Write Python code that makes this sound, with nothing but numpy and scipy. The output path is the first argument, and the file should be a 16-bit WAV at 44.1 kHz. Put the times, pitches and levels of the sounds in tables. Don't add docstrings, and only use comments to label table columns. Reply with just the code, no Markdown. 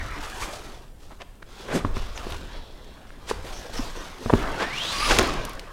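import sys
import numpy as np
from scipy import signal
from scipy.fft import rfft, irfft, next_fast_len
from scipy.io import wavfile
from scipy.ndimage import uniform_filter1d, map_coordinates

SR = 44100
rng = np.random.default_rng(int(sys.argv[2]) if len(sys.argv) > 2 else 0)


def to_wav(s):
    ch = np.atleast_2d(s).T
    pcm = np.round(np.clip(ch, -1, 1) * 32767)
    wavfile.write(sys.argv[1], SR, pcm.astype(np.int16))


N = 252252
TIME = np.arange(N) / SR


def amp(db):
    return 10 ** (np.asarray(db) / 20)


def unit(x):
    return x / np.sqrt(np.mean(x ** 2) + 1e-20)


def along(points, hz):
    freqs, values = np.transpose(points)
    return np.interp(np.log(hz + 1), np.log(freqs + 1), values)


def curves(rows):
    times, *columns = np.transpose(rows)
    return [np.interp(TIME, times, column) for column in columns]


def during(rows):
    return uniform_filter1d(1. * ((TIME > rows[0][0]) & (TIME < rows[-1][0])), size=500)


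def wobble(rate):
    return map_coordinates(rng.standard_normal(int(N * rate / SR) + 4), [np.arange(N) * rate / SR])


def narrowband(phase, width_hz):
    return wobble(width_hz) * np.sin(phase) + wobble(width_hz) * np.cos(phase)


def filtered(x, response):
    size = next_fast_len(N + SR // 4)
    return irfft(rfft(x, size) * response(np.fft.rfftfreq(size, 1 / SR)), size)[:N]


def coloured(x, spectrum):
    return unit(filtered(x, lambda hz: amp(along(spectrum, hz))))


def add(track, s, sound):
    part = track[max(round(s * SR), 0):][:len(sound)]
    part += sound[:len(part)]


def ring(hz, t60):
    t = TIME[:SR // 3]
    decay = np.log(1000) * t / t60
    return decay * np.exp(1 - decay) * np.sin(2 * np.pi * hz * t)


def burst(low_hz, high_hz, t60):
    t = TIME[:SR // 3]
    high = min(high_hz, SR / 4)
    band = signal.butter(2, [min(low_hz, high / 2), high], "band", fs=SR)
    return unit(signal.lfilter(*band, rng.standard_normal(len(t)))) * np.exp(-np.log(1000) * t / t60)


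def friction(catch_rate, catch_db, clump_db):
    catches = (rng.random(N) < catch_rate / SR) * rng.standard_normal(N)
    slips = rng.standard_normal(N) + amp(catch_db) * unit(catches)
    return unit(slips * amp(clump_db * wobble(130)))


def patchy(x, depth_db):
    spectra = signal.stft(x, nperseg=1024)[2]
    field = uniform_filter1d(rng.standard_normal(spectra.shape), size=5, axis=0)
    field = uniform_filter1d(field, size=6, axis=1)
    return signal.istft(spectra * amp(depth_db * unit(field)), nperseg=1024)[1][:N]


def pitched_friction(run, blur, blur_db, overtone_db):
    hz, db = curves(run)
    mean_hz = np.mean(np.transpose(run)[1])
    phase = 2 * np.pi * np.cumsum(hz * (1 + .014 * wobble(45))) / SR
    core = np.sin(phase) + .7 * narrowband(phase, width_hz=130)
    rasp = amp(blur_db) * narrowband(phase, blur * mean_hz)
    overtone = amp(overtone_db) * (hz / mean_hz) ** 4 * narrowband(2 * phase, blur * mean_hz)
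    return during(run) * amp(db) * (core + rasp + overtone) / np.sqrt(1 + amp(2 * blur_db))


# start and length in seconds, then body, rasp, hiss, treble lift and swell in dB.
HAND_STROKES = [(0.0, 0.23, -42, -40.5, -44, -0.5, 1.5), (0.23, 0.25, -45, -40, -44.5, 6, 2.5),
                (.54, 0.19, -45.5, -47.5, -49, 2.5, -2), (1.024, 0.099, -61, -62, -57, 5, -4),
                (1.477, 0.16, -50.5, -52.5, -49.5, 0, 9.5), (1.684, 0.038, -35, -37.5, -49, 3, 0.5),
                (1.866, .06, -43, -51, -54, -6, -9), (1.962, 0.13, -46, -43.5, -43.5, -1.5, -5),
                (2.167, 0.16, -42, -41.5, -43.5, 2, 4), (2.416, .13, -44.5, -48.5, -51, -5, 7),
                (2.65, 0.62, -51.5, -54, -57.5, -1, 4.5), (3.305, 0.055, -45, -42.5, -45.5, 0, -4),
                (3.451, 0.21, -42, -45, -44.5, 3.5, -3), (3.748, 0.14, -41, -40, -39.5, 2.5, -5.5),
                (3.966, 0.22, -42, -43.5, -46, 1.5, -6), (4.225, .11, -40.5, -43, -42.5, 3.5, 4),
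                (4.368, 0.25, -35, -33, -43.5, 2.5, -2), (5.101, 0.064, -29, -28, -27.5, -2, -3),
                (5.19, 0.29, -31, -32, -37.5, -7, -14), (5.575, .16, -49, -46.5, -57, 3, -1)]
# body, rasp, hiss and
# treble gain in dB.
FLOOR_DB = [-65.5, -64, -66, -69]


def stroke_gains():
    grip_db_per_s, release_db_per_s = 399, 87.5
    power = np.outer(amp(FLOOR_DB) ** 2, np.ones(N))
    for start, length, body_db, rasp_db, hiss_db, lift_db, swell_db in HAND_STROKES:
        held_db = swell_db * (np.clip((TIME - start) / length, 0, 1) - .5)
        grip_db = grip_db_per_s * np.maximum(start - TIME, 0)
        release_db = release_db_per_s * np.maximum(TIME - start - length, 0)
        gains = amp([body_db, rasp_db, hiss_db, hiss_db + lift_db])
        power += np.outer(gains ** 2, amp(held_db - grip_db - release_db) ** 2)
    return np.sqrt(power)


# frequency in Hz, relative level in dB.
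SKIN_SPECTRUM = [(50, -62), (120, -3), (250, -3.5), (450, -1.5), (650, -5.5), (1000, -14), (2500, -86)]
WEAVE_SPECTRUM = [(250, -60), (600, -3), (900, 1.5), (1550, 0), (2100, -7), (3000, -10), (5000, -28),
                  (12000, -56)]
FIBRE_SPECTRUM = [(1200, -1), (2500, 0), (3500, 3), (4500, -0.5), (5700, -2.5), (7300, -7.5), (9600, -12.5),
                  (12000, -16.5), (15800, -23)]


def rubbing():
    body_gain, rasp_gain, hiss_gain, treble_gain = np.hypot(stroke_gains(), pull_gains())
    pressure = amp(0.47 * wobble(35) - 1.69)
    skin_slips = patchy(friction(catch_rate=300, catch_db=-10.5, clump_db=2), depth_db=3.2)
    weave_slips = patchy(friction(catch_rate=300, catch_db=-8, clump_db=1.3), depth_db=3.5)
    fibre_slips = patchy(friction(catch_rate=760, catch_db=-4.5, clump_db=1.5), depth_db=2.1)
    body = body_gain * coloured(skin_slips, SKIN_SPECTRUM)
    rasp = rasp_gain * coloured(weave_slips, WEAVE_SPECTRUM)
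    fibres = coloured(fibre_slips, FIBRE_SPECTRUM)
    treble = filtered(fibres, lambda hz: 1 - 1 / (1 + (hz / 6500) ** 6))
    hiss = hiss_gain * (fibres - treble) + treble_gain * treble
    return pressure * (body + rasp + hiss)


# time in seconds, ridge rate in Hz, level in dB.
SLACK_RUN = [(0, 1900, -35), (.07, 1692, -49.5), (.13, 2030, -40), (.22, 1805, -52), (.33, 1277, -63)]


def slack_thread():
    return pitched_friction(SLACK_RUN, blur=.6, blur_db=4, overtone_db=-25)


# time in seconds, level in dB.
LEANS = [(.03, -29.5), (.42, -33.5), (1.05, -46), (1.91, -25.5), (2.32, -30.5), (3.36, -30.5), (3.8, -32.5),
         (4.38, -28.5), (5.13, -23.5), (5.33, -31.5)]
# frequency in Hz, relative level in dB.
SWAY_SPECTRUM = [(10, -4.5), (24, 7.5), (40, -2.5), (65, -7), (100, -13), (180, -25.5), (600, -63)]
AIR_SPECTRUM = [(20, 1.5), (100, -5.5), (300, -8), (1000, -24), (3000, -45), (8000, -30.5), (16000, -37)]


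def sway_and_air():
    lean_db_per_s, settle_db_per_s, steady_db = 102, 44, -45
    power = amp(steady_db) ** 2
    for s, db in LEANS:
        power += amp(db - np.maximum(lean_db_per_s * (s - TIME), settle_db_per_s * (TIME - s))) ** 2
    sway = np.sqrt(power) * coloured(rng.standard_normal(N), SWAY_SPECTRUM)
    return sway + amp(-53) * coloured(rng.standard_normal(N), AIR_SPECTRUM)


# time in seconds, level in dB, pitch in Hz.
FIBRE_TICKS = [(0.064, -33, 9100), (.113, -35, 9800), (1.109, -38, 1080), (1.219, -29.5, 2970),
               (1.354, -45, 6000), (1.4276, -32, 1510), (1.968, -24.5, 2400), (1.979, -23.5, 4000),
               (2.1766, -19, 2900), (2.304, -29, 12000), (2.323, -20.5, 3070), (2.8449, -38, 5040),
               (3.105, -32.5, 1470), (3.777, -24, 4450), (5.228, -20, 7370), (5.274, -26, 10070),
               (5.338, -31, 12000), (5.4516, -18, 9100), (5.495, -24.5, 10500), (5.534, -31, 10900),
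               (5.5526, -33.5, 6500), (5.595, -19, 4160)]


def ticks():
    out = np.zeros(N)
    for s, db, hz in FIBRE_TICKS:
        fuzz = amp(-12) * burst(0.039 * hz, 1.67 * hz, t60=0.019)
        add(out, s, amp(db) * (ring(hz, t60=2.3 / hz) + fuzz))
    return out


# centre in seconds, level in dB, half length in seconds,
# upper and lower cutoff in Hz.
CLOTH_SCUFFS = [(.248, -43, .013, 5000, 2000), (0.427, -36, 0.025, 9500, 1200),
                (0.545, -44, 0.025, 8000, 5000), (1.121, -45.5, 0.012, 1100, 250),
                (1.215, -39, 0.0098, 1550, 280), (1.427, -41.5, .0028, 2000, 300),
                (1.725, -30, 0.015, 1250, 350), (1.762, -30.5, 0.027, 1700, 200),
                (1.759, -36.5, 0.021, 8000, 6000), (3.301, -34, 0.016, 6500, 450),
                (4.621, -26, 0.02, 1600, 430), (5.114, -18, 0.0095, 2180, 298),
                (5.123, -24.5, 0.043, 5000, 500)]


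def scuffs():
    out = np.zeros(N)
    for s, db, half, high_hz, low_hz in CLOTH_SCUFFS:
        band = lambda hz: hz / np.hypot(hz, low_hz) / (1 + (hz / high_hz) ** 2) / (1 + (hz / 11500) ** 5)
        stroke = unit(filtered(friction(catch_rate=2400, catch_db=-4, clump_db=1.5), band))
        out += amp(db) * np.exp(-((TIME - s) / half) ** 2 / 2) * stroke
    return out


# time in seconds, slip rate in Hz, level in dB.
SQUEAK_RUN = [(.395, 750, -49), (.418, 964, -34.5), (.43, 1170, -30.5), (.445, 1166, -43), (.47, 645, -46),
              (.5, 563, -46), (.535, 643, -35), (.56, 548, -58)]


def fingertip_squeak():
    return pitched_friction(SQUEAK_RUN, blur=.6, blur_db=-6, overtone_db=-15)


# start and end in seconds, peak level in dB, slips per second, ring in Hz.
CLOTH_JUDDERS = [(1.729, 1.786, -13.5, 170, 279), (5.096, 5.126, -15, 190, 487)]


def judders():
    out = np.zeros(N)
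    for start, end, db, rate, hz in CLOTH_JUDDERS:
        slips = start + np.cumsum(rng.uniform(0.721, 1.3, size=30)) / rate
        for s in slips[slips < end]:
            swell = np.sin(np.pi * (s - start) / (end - start))
            add(out, s, -amp(db) * swell * ring(hz, t60=0.0079))
    return out


def skin_rebound(width_s, cutoff_hz):
    t = TIME[:SR // 25] - 1 / 50
    return signal.lfilter(*signal.butter(2, cutoff_hz, fs=SR), -np.sign(t) * np.exp(-np.abs(t) / width_s))


# frequency in Hz, relative level in dB, t60 in seconds.
FRAME_MODES = [(39.5, -5, 0.18), (100.7, 5, 0.048), (191, -6, 0.039), (233.5, 5, 0.042), (379, -8, 0.055),
               (600, -10, 0.032)]
# time in seconds, the struck spot's level in dB, pitch in Hz and
# t60 in seconds, fingertip tap in dB, push into the frame in dB.
FINGER_KNOCKS = [(1.849, -24.5, 279, 0.041, -16, -14.5), (1.9686, -29, 353, 0.01, -23.5, -24),
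                 (2.2679, -24.5, 357, 0.0097, -34, -34), (2.345, -36, 584, 0.0099, -29, -43),
                 (3.3116, -17, 434, 0.013, -17, -28), (3.696, -29, 604, .006, -44, -43),
                 (3.793, -21.5, 256, 0.026, -39, -27), (4.261, -26, 440, 0.01, -29, -18),
                 (4.2974, -17, 483, 0.013, -12, -37), (4.3024, -10.5, 716, 0.0052, -40, -25),
                 (4.33, -20, 288, 0.0057, -35, -15.5), (4.337, -7, 317, 0.0096, -43, -4),
                 (5.192, -9, 527, 0.0041, -15, -14)]


def knocks():
    out = np.zeros(N)
    for s, db, hz, t60, tap_db, push_db in FINGER_KNOCKS:
        boom = sum(amp(mode_db + rng.normal(0, 1.5)) * ring(mode_hz, mode_t60)
                   for mode_hz, mode_db, mode_t60 in FRAME_MODES)
        spot = amp(db) * ring(hz, t60)
        tap = amp(tap_db) * ring(hz=1040, t60=0.006)
        brush = np.hypot(amp(db), amp(tap_db)) * amp(-10) * burst(low_hz=200, high_hz=1200, t60=0.03)
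        add(out, s, -(spot + tap + brush + amp(push_db - 16) * boom))
        add(out, s - 1 / 50, amp(push_db) * skin_rebound(width_s=0.0017, cutoff_hz=1200))
    return out


# centre in seconds, level in dB,
# half length in seconds, pitch in Hz, glide in octaves per second.
THREAD_SWISHES = [(2.172, -45.5, .012, 5860, -14.5), (3.573, -46, .03, 5770, 0.5),
                  (3.783, -43, .025, 5520, -1), (3.87, -47, .025, 4370, -3.5),
                  (3.99, -52, .025, 5800, -1.5)]


def swishes():
    out = np.zeros(N)
    for s, db, half, hz, glide in THREAD_SWISHES:
        pitch_hz = hz * 2 ** (glide * np.clip(TIME - s, -2 * half, 2 * half))
        hiss = narrowband(2 * np.pi * np.cumsum(pitch_hz) / SR, width_hz=1300)
        out += amp(db) * np.exp(-((TIME - s) / half) ** 2 / 2) * hiss
    return out


# time in seconds, level in dB.
NEEDLE_CREEP = [(2.4, -62), (2.55, -52.5), (2.75, -57.5), (2.95, -59.5), (3.1, -77)]
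# frequency in Hz, width in Hz, relative level in dB.
NEEDLE_MODES = [(3240, 244, -5), (3420, 330, 0), (3910, 220, 0.5), (4380, 210, -2), (5380, 620, -9)]


def needle():
    peaks = lambda f: sum(amp(db) / (1 + ((f - hz) / (width / 2)) ** 2) for hz, width, db in NEEDLE_MODES)
    scratch = unit(filtered(friction(catch_rate=560, catch_db=-15, clump_db=1), peaks))
    return during(NEEDLE_CREEP) * amp(curves(NEEDLE_CREEP)[0]) * scratch


# time in seconds, ridge rate in Hz, level in dB.
PULL_RUN = [(4.57, 1420, -46), (4.61, 1620, -32), (4.7, 1950, -40), (4.8, 2998, -30.5), (4.85, 3494, -34.5),
            (4.91, 4090, -32.5), (4.97, 4680, -39), (5.065, 5030, -32), (5.11, 4960, -52)]


def thread_zip():
    return pitched_friction(PULL_RUN, blur=.55, blur_db=-2.5, overtone_db=-18)


def pull_gains():
    body_db, rasp_db, hiss_db, treble_db = -45.5, -38, -30, -33
    db_per_octave, reference_hz = 8, 4000
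    speed_db = db_per_octave * np.log2(curves(PULL_RUN)[0] / reference_hz)
    levels_db = np.broadcast_arrays(body_db, rasp_db, hiss_db + speed_db, treble_db + speed_db)
    return during(PULL_RUN) * amp(levels_db)


# time in seconds, slip rate in Hz, level in dB.
CREAK_RUN = [(4.9, 1054, -46), (4.95, 1163, -33.5), (4.985, 1084, -33), (5.03, 1238, -28.5),
             (5.06, 1195, -27), (5.1, 1144, -42)]


def stitch_creak():
    return pitched_friction(CREAK_RUN, blur=.6, blur_db=-8, overtone_db=-6)


# time in seconds, level in dB, pitch in Hz, t60 in seconds.
SNAP_SLIPS = [(5.187, -25, 2860, 0.0018), (5.1868, -6.5, 2890, 0.0028), (5.188, -3.5, 2920, 0.0014),
              (5.1895, -10.5, 1870, 0.0035), (5.1948, -9, 1320, 0.002)]


def stitch_snap():
    out = np.zeros(N)
    for s, db, hz, t60 in SNAP_SLIPS:
        crack = amp(-2.5) * burst(low_hz=700, high_hz=8800, t60=0.0039)
        add(out, s, amp(db) * (ring(hz, t60) + crack))
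    return out


# frequency in Hz, t60 in seconds.
ROOM_T60 = [(100, 0.2), (1000, 1), (4000, 0.94), (14000, 0.53)]


def reverberation(x):
    hz, t, spectra = signal.stft(rng.standard_normal(SR // 2), SR, nperseg=256)
    decay = np.exp(-np.log(1000) * t / along(ROOM_T60, hz)[:, None])
    tail = signal.istft(spectra * decay, SR, nperseg=256)[1]
    response = np.pad(tail, (SR // 200, 0)) / np.linalg.norm(tail)
    return signal.fftconvolve(x, response)[:N]


def scene():
    contacts = scuffs() + swishes() + judders() + knocks() + ticks() + stitch_snap()
    contacts += thread_zip() + slack_thread() + fingertip_squeak() + stitch_creak()
    sliding = rubbing()
    room = reverberation(amp(-12.5) * contacts + amp(-16) * sliding)
    return (contacts + sliding + room + needle() + sway_and_air())[None]


def record(dry):
    return filtered(np.clip(dry[0], -1, 1), lambda hz: hz < 15900)[None]


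dry = scene()
out = record(dry)
to_wav(out)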